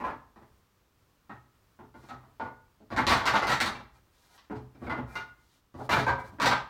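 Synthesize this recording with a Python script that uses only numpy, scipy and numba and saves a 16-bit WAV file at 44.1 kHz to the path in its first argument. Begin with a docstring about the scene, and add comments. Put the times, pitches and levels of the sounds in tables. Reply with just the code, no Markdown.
"""Slats knocking in a small bare bedroom

Wooden slats strung on webbing knock against each other and a bed frame, a few metres from a phone.
Each knock is a quick run of contacts exciting damped modes: slats ring, wood cracks, the frame thumps;
lighter taps follow. Dense uneven grains make the faint rubbing of webbing and wood in between.
Shaped noise gives the quiet room, and decaying noise its reverberation."""
import sys
import numpy as np
from scipy import signal
from scipy.fft import rfft, irfft
from scipy.io import wavfile
from scipy.ndimage import uniform_filter1d
from numba import njit

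SR = 44100
rng = np.random.default_rng(int(sys.argv[2]) if len(sys.argv) > 2 else 0)


def waveform_to_disk(signal):
    """Save audio, clipped to [-1, 1], as 16-bit WAV at the path in sys.argv[1]."""
    frames = np.transpose(np.atleast_2d(signal))
    scaled = np.clip(frames, -1, 1) * 32767
    samples = np.round(scaled).astype(np.int16)
    wavfile.write(sys.argv[1], SR, samples)


def linear_from_db(decibels):
    """Turn decibels (scalar or array-like) into linear amplitude factors; 0 gives 1."""
    return 10 ** (np.asarray(decibels, float) / 20)


N = 295320
TIME = np.arange(N) / SR

# spectrum of the still room: f/Hz, relative density/dB per Hz
QUIET_SPECTRUM = [(15, -17.5), (25, 0.5), (55, 2.5), (96, 2.5), (144, -3), (342, -7), (688, -13.5),
                  (1150, -10), (2080, -18), (5490, -22.5), (10500, -28.5), (15700, -24)]
# reverberation of the room: f/Hz, t60/s
ROOM_DECAY = [(60, 0.91), (250, 0.39), (1000, 0.46), (4000, 0.38), (12000, 0.27)]
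# response of the microphone: f/Hz, gain/dB
MIC_RESPONSE = [(25, -35), (50, -9), (150, -7.5), (500, -8.5), (1500, -8.5), (5000, -10), (10500, -10),
                (15000, -5), (15900, -9.5)]
# rubs of webbing and wood: start t/s, length/s, peak level/dB of the hiss above 6 kHz,
# relative level/dB of the rubbed slats' ringing against the hiss
RUBS = [(1.926, 0.22, -71.5, 9), (3.905, 0.106, -74.5, 13), (4.1, .22, -72, 2), (4.273, 0.13, -66.5, 7.5),
        (4.783, .13, -70.5, 19), (4.933, 0.095, -78, 18), (5.057, .14, -65, 18), (5.359, 0.27, -75, -2),
        (5.743, .16, -67, 6.5), (6.167, 0.0683, -62, 7), (6.205, 0.12, -67, 12)]
# spectrum of the rubbing hiss: f/Hz, relative density/dB per Hz
RUB_SPECTRUM = [(180, -30), (300, -9), (720, 18), (794, -82), (937, 34), (1020, 11), (3870, 22), (15500, 7)]
# knocks: t/s, relative level/dB, bass against it/dB, treble against it/dB
KNOCKS = [(0.002, -30.5, 1.5, -28), (0.039, -22, -11, -17), (0.066, -24.5, -5, -51),
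          (0.096, -28.5, -21, -47), (0.36, -50, 9.5, -8), (1.295, -35, 2, -24), (1.312, -45, -11, -38),
          (1.79, -45.5, 8.5, -27), (1.803, -51.5, 3, -22), (1.942, -44, 6.5, -22), (2.03, -52, 9, -4),
          (2.088, -40.5, 1, -1.5), (2.105, -32, -2.5, -35), (2.233, -52, 4, -32), (2.398, -25.5, -4.5, -22),
          (2.412, -33.5, -3, -28), (2.454, -36.5, -5, -30.5), (2.804, -68.5, 27, 5),
          (2.904, -37.5, 11.5, -11), (2.917, -28.5, 5, -10.5), (2.964, -21.5, -2, -4.5),
          (2.978, -13.5, -8, -26), (3.068, -23.5, 6, 10.5), (3.08, -23.5, 2, -4), (3.097, -17, -18, 0),
          (3.118, -15, -10.5, 1.5), (3.138, -18, -6.5, -36), (3.158, -26.5, -28.5, -2),
          (3.2, -23, -20, -13), (3.256, -20.5, -2, 4), (3.268, -17.5, -23, 1), (3.285, -19, -14, -7),
          (3.338, -17, -15, -5.5), (3.38, -30, -38, 0), (3.423, -21.5, -4, -4), (3.471, -27, -9, 5),
          (3.495, -21.5, -21.5, 5), (3.518, -20, -16, -1), (3.545, -27, -13, -16), (3.603, -25.5, 0, 13),
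          (3.64, -31.5, -8, -25), (3.667, -26, 0, -22), (3.75, -37, 2.5, -7), (4.379, -56.5, -19, 10.5),
          (4.499, -38, 14.5, -41), (4.512, -35, 7.5, -41), (4.556, -55.5, 9, 3.5), (4.748, -59.5, 22, -13),
          (4.794, -73.5, 7, -16), (4.818, -50.5, 27, -25), (4.835, -43.5, 3, -7), (4.867, -32.5, 6, -31),
          (4.897, -24.5, -7, -18.5), (4.925, -36, 10.5, -33), (4.975, -37.5, 11.5, -24),
          (4.999, -44, 9, -33), (5.155, -30.5, -4, -1), (5.17, -34.5, -23, -12), (5.742, -46, 16.5, -4.5),
          (5.788, -30.5, -1, -36), (5.803, -33, -9, -22), (5.892, -21, -6.5, -5), (5.912, -21.5, 3.5, 4.5),
          (5.93, -13.5, -7.5, -32), (5.965, -16, -10, -23), (5.989, -27.5, 8, 4), (6.066, -19.5, -1.5, -18),
          (6.082, -20, -17, -15), (6.104, -23.5, -7, -40), (6.181, -32.5, 1, -36), (6.244, -66, -8, 13.5),
          (6.321, -61.5, 26, 7), (6.386, -39, 7, -33), (6.4, -20.5, -27, -5.5), (6.419, -20.5, 1, 1.5),
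          (6.446, -17, -7.5, -1), (6.459, -12.5, -23.5, 0.5), (6.476, -34, -27, -20),
          (6.513, -11.5, -41, -10.5)]
# tones of the frame and floor: f/Hz, relative energy level/dB, t60/s
FRAME_TONES = [(65, -1.5, 0.33), (92.6, -13, 0.72), (126, 0.8, 0.41), (192.6, -9, 0.61),
               (245.4, 3.5, 0.094), (275.9, -2, 0.23), (348.8, 2, 0.075), (426.6, -4, 0.24),
               (673, -20, 0.1), (1213, 4.5, 0.037), (1306, -9.5, 0.044)]
# energy of the short, broad crack modes: f/Hz, relative density/dB per Hz
CRACK_SPECTRUM = [(24, -47), (40, -21.5), (114, 9), (174, -23), (241, -9), (472, -5.5), (903, 9),
                  (2110, -8), (2510, -18.5), (4030, -16), (15500, -53)]
# bending modes of a slat: multiple of its pitch, relative level/dB, t60/s when wholly free
SLAT_MODES = [(0.552, -1, 0.51), (1, 1.9, 0.41), (1.625, -1.5, 0.45), (2.353, -2.5, 0.29),
              (2.66, -16.5, 0.22), (3.163, -12.5, 0.22), (3.998, -11, 0.095), (5.199, -9, .15)]
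# the slat that takes the knocks from each time on: t/s, nominal pitch f/Hz, relative ringing level/dB,
# octaves above its pitch that blows stir most, freedom to ring (0-1)
STRUCK_SLATS = [(0, 1031, -8.5, 0.097, 0.43), (.3, 795, -8, 0.53, 0.52), (1.25, 793, -7, 0.94, 0.75),
                (1.75, 870, -2, 0.31, 0.29), (1.9, 887, -9.5, 0.58, 0.87), (2.06, 792, -8, 0.39, .8),
                (2.35, 894, -9, 0.069, 1), (2.75, 1070, -26, 0.65, 0.52), (2.95, 899, -11.5, 0.99, 0.7),
                (3.32, 882.3, -2.5, 0.64, 0.61), (3.45, 824, -2, 1.03, 0.63), (3.62, 944, -6, 1.5, 0.36),
                (4.3, 960, -7, 0.062, 0.4), (4.7, 990, 0, 1.9, .47), (4.81, 906, -7.5, 1, 0.47),
                (4.885, 882.6, -4.5, 0.86, 0.68), (5.1, 884, 3.5, 1.2, 0.8), (5.7, 993, -3, -2.7, 0.27),
                (5.86, 925, -4.5, 1.3, 0.33), (6.03, 972.6, 0.5, 0.22, 0.42), (6.35, 990, -7, .5, 0.41)]


def lookup(table, hz):
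    """Linear interpolation of an (f, value) table on a logarithmic frequency axis."""
    f, value = np.transpose(table)
    return np.interp(np.log(hz + 1e-9), np.log(f), value)


def colour(x, table):
    """Linear filtering: the spectrum is multiplied by a zero-phase (f/Hz, gain/dB) response."""
    hz = np.arange(len(x) // 2 + 1) * SR / len(x)
    return irfft(rfft(x) * linear_from_db(lookup(table, hz)), len(x))


def unit(x):
    """Normalisation to an rms value of 1."""
    return x / np.sqrt(np.mean(x ** 2))


def decay(t, t60):
    """Exponential decay: the amplitude falls by 60 dB in t60."""
    return np.exp(-np.log(1000) * t / t60)


def poles_of(hz, t60):
    """Damped oscillation: one complex pole holds the frequency and decay of a mode."""
    return np.exp(2j * np.pi * hz / SR - np.log(1000) / (t60 * SR))


@njit
def ring(at, push, poles, size):
    """Modal superposition: each contact adds its own impulse to every damped resonator."""
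    out = np.zeros(size)
    for m in range(len(poles)):
        z, k = 0j, 0
        for i in range(size):
            z = z * poles[m] + 1e-18
            while k < len(at) and at[k] <= i:
                z += push[k, m]
                k += 1
            out[i] += z.imag
    return out


def quiet(level_db=-68, swell_db=0.97):
    """Stationary noise: shaped noise of the still room, its level swelling slowly and slightly."""
    once = uniform_filter1d(rng.standard_normal(N), SR // 8)
    swell = unit(uniform_filter1d(once, SR // 8))
    return linear_from_db(level_db + swell_db * swell) * unit(colour(rng.standard_normal(N), QUIET_SPECTRUM))


def room(x, direct_db, thin, fill_s=0.0053, near_db=7, near_t60=0.23):
    """Reverberation: direct sound, then decaying noise with a strong early part; new at every call."""
    t = np.arange(SR * 2 // 3) / SR
    near_corner = linear_from_db(near_db) * decay(t, near_t60)
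    fill = (1 - np.exp(-t / fill_s)) * (1 + near_corner)
    echoes = np.zeros(len(t))
    for hz in 40 * 2 ** np.arange(0, 9, .5):  # half-octave bands
        edges = [hz / 1.19, min(hz * 1.19, .49 * SR)]
        band = signal.butter(2, edges, "band", fs=SR, output="sos")
        noise = signal.sosfilt(band, rng.standard_normal(len(t)))
        tail = noise * decay(t, lookup(ROOM_DECAY, hz)) * fill
        echoes += tail * np.sqrt(hz / np.sum(tail ** 2))
    echoes /= np.sqrt(np.sum(echoes ** 2))
    # the direct sound reaches the phone first, slightly thinned in the bass
    echoes[:2] += linear_from_db(direct_db) * np.array([1, -thin])
    return signal.fftconvolve(x, echoes)[:N]


def rubbing(grain_db=2.5, hum_db=-3, damping=0.17, fade_s=0.044, peak=0.76, swell_db=8):
    """Friction: dense uneven grains hiss and faintly excite three held, heavily damped slats."""
    grains = rng.standard_normal(N) * linear_from_db(grain_db * rng.standard_normal(N))
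    hiss = colour(grains, RUB_SPECTRUM)
    highpass = signal.butter(4, 6000, "high", fs=SR, output="sos")
    hiss = hiss / np.std(signal.sosfilt(highpass, hiss))
    hum = np.zeros(N)
    for hz in (800, 890, 1010):
        for ratio, _, t60 in SLAT_MODES[1:4]:
            p = poles_of(hz * ratio, damping * t60)
            hum += signal.lfilter([1], [1, -2 * p.real, abs(p) ** 2], grains) * p.imag
    hum = unit(hum)
    out = np.zeros(N)
    for s, length, db, ring_db in RUBS:
        fade = np.clip(np.minimum(TIME - s, s + length - TIME) / fade_s, 0, 1)
        # loudest at the given share of its length
        swell = np.interp(TIME, [s, s + peak * length, s + length], [-swell_db, 0, -swell_db])
        out += fade * linear_from_db(db + swell) * (hiss + linear_from_db(ring_db + hum_db) * hum)
    return out


def held(s):
    """Boundary condition: pitch, ringing, octave stirred most and freedom of the slat struck at s."""
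    since, hz, ring_db, octave, freedom = np.transpose(STRUCK_SLATS)
    k = np.maximum(np.searchsorted(since, s) - 1, 0)
    return hz[k], ring_db[k], octave[k], np.clip(freedom[k], .1, 1)


def blows(taps_each=2, tap_db=-14, scatter_db=4.5, within_s=.06):
    """Secondary impacts: all knocks, then the lighter taps that each shakes loose just after it."""
    knocks = np.array(KNOCKS)
    late = rng.random((len(knocks), taps_each))
    size = rng.standard_normal((len(knocks), taps_each))
    taps = np.repeat(knocks, taps_each, axis=0)
    taps[:, 0] += within_s * late.ravel()
    taps[:, 1] += tap_db + scatter_db * size.ravel()
    return np.vstack([knocks, taps])


def shares(hz, energy_db):
    """Band division: bass, middle and treble parts of a set of modes, each of unit energy."""
    bass = 1 / (1 + (hz / 480) ** 6)
    treble = 1 / (1 + (2500 / hz) ** 6)
    weights = (bass, 1 - bass - treble, treble)
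    parts = [linear_from_db(energy_db) * np.sqrt(np.clip(w, 0, 1)) for w in weights]
    return [p / np.sqrt(np.sum(p ** 2)) for p in parts]


def cracks(rows, contacts=3, places=3, broad_db=-0.5, cycles=14, dull=0.076, scatter_db=1.5,
           fall_db=-6, length_s=.011, lean_db=5, total_db=-3):
    """Repeated impact: bouncing contacts ring frame tones and short, broad modes; a channel a place."""
    s, db, bass_db, treble_db = np.transpose(rows)[:, :, None]
    slat_hz, _, octave, _ = held(s)
    tone_hz, tone_db, tone_t60 = np.transpose(FRAME_TONES)
    broad_hz = 45 * 2 ** (np.arange(59) / 7)  # seven modes an octave
    hz = np.r_[tone_hz, broad_hz]
    t60 = np.r_[tone_t60, cycles / broad_hz + .0015]
    # density times a bandwidth in proportion to frequency
    broad = broad_db + lookup(CRACK_SPECTRUM, broad_hz) + 10 * np.log10(broad_hz / 1000)
    bass, middle, treble = shares(hz, np.r_[tone_db, broad])
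    # blows that stir upper modes also crack brighter
    above_pitch = np.clip(np.log2(hz / slat_hz), -1, 2)
    middle = middle * linear_from_db(lean_db * (octave + 0.06) * above_pitch)
    # a softer contact lasts longer, so its treble also falls off more steeply
    treble = treble * linear_from_db(dull * (treble_db + 6.5) * np.log2(hz / 4500))
    # a mode that dies fast must start louder for the same energy
    spectrum = middle + linear_from_db(bass_db) * bass + linear_from_db(treble_db) * treble
    start = linear_from_db(db + total_db) * spectrum / np.sqrt(t60)

    bounce = np.arange(contacts)
    chance = rng.random((len(s), contacts, 1 + len(hz)))
    delay = length_s * (bounce + chance[:, :, 0] * (bounce > 0)) / contacts
    at = ((s + delay) * SR).astype(int)
    size = linear_from_db(fall_db * bounce + scatter_db * rng.standard_normal((len(s), contacts)))
    sign = np.sign(chance[:, :, 1:] - .5)
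    push = start[:, None] * size[:, :, None] * sign / np.sqrt(contacts)
    out = []
    for p in range(places):  # blows are dealt to the places in turn
        when = at[p::places].ravel()
        order = np.argsort(when)
        kicks = push[p::places].reshape(-1, len(hz))[order]
        out.append(ring(when[order], kicks, poles_of(hz, t60), N))
    return out


def slats(rise_s=0.003, detune=0.0018, neighbour=.04, spot_db=5, partner=0.0046, partner_db=-10,
          narrow_db=-11, choke_db=-9, choke_s=0.015, total_db=10):
    """Bar vibration and beating: a struck slat and its partner ring in bending modes, crowding damps."""
    ratio, mode_db, t60 = np.transpose(SLAT_MODES)[:, :, None]
    times, levels_db = np.transpose(KNOCKS)[:2]
    t = np.arange(SR // 2) / SR
    out = np.zeros(N + len(t))
    chances = rng.standard_normal((len(KNOCKS), 5, len(SLAT_MODES), 1))
    for (s, db, _, _), chance in zip(KNOCKS, chances):
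        hz, ring_db, octave, free = held(s)
        # in a crowd the blow lands on a neighbour and at another spot
        hz = hz * (1 + neighbour * (1 - free) * chance[3, 0])
        stirred_db = narrow_db * (np.log2(ratio) - octave) ** 2 + spot_db * (1 - free) * chance[4]
        shape = decay(t, free * t60) * (1 - np.exp(-t / rise_s))
        # the next blow of like strength damps what still rings
        later = np.append(times[(times > s) & (levels_db > db - 4)], np.inf)[0] - s
        shape = shape * linear_from_db(choke_db * np.clip((t - later) / choke_s, 0, 1))
        mode_hz = hz * ratio * (1 + detune * chance[0] * np.log2(ratio) / free)
        phase = 2 * np.pi * mode_hz * t
        # the slat it met is slightly off pitch, more so in a crowd
        partner_phase = phase * (1 + partner * chance[1] / free ** 3) + chance[2]
        wave = np.sin(phase) + linear_from_db(partner_db * free) * np.sin(partner_phase)
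        level = linear_from_db(db + ring_db + total_db + mode_db + stirred_db)
        i = int(s * SR)
        out[i:i + len(t)] += np.sum(level * shape * wave, axis=0)
    return out[:N]


def scene():
    """Superposition: knocks through room and microphone, the rubbing, and the still room."""
    cracking = sum(room(x, direct_db=-6.5, thin=0.25) for x in cracks(blows()))
    ringing = linear_from_db(-10.5) * room(slats(), direct_db=5.5, thin=0.011)
    knocks = colour(cracking + ringing, MIC_RESPONSE)
    return (knocks + rubbing() + quiet())[None]


def top_cut(x):
    """Nothing passes above the cut-off."""
    return signal.sosfilt(signal.butter(12, 16120, fs=SR, output="sos"), x)


def record(dry):
    """Transmission: the finished mix passes through the phone."""
    return top_cut(dry)


dry = scene()
out = record(dry)
waveform_to_disk(out)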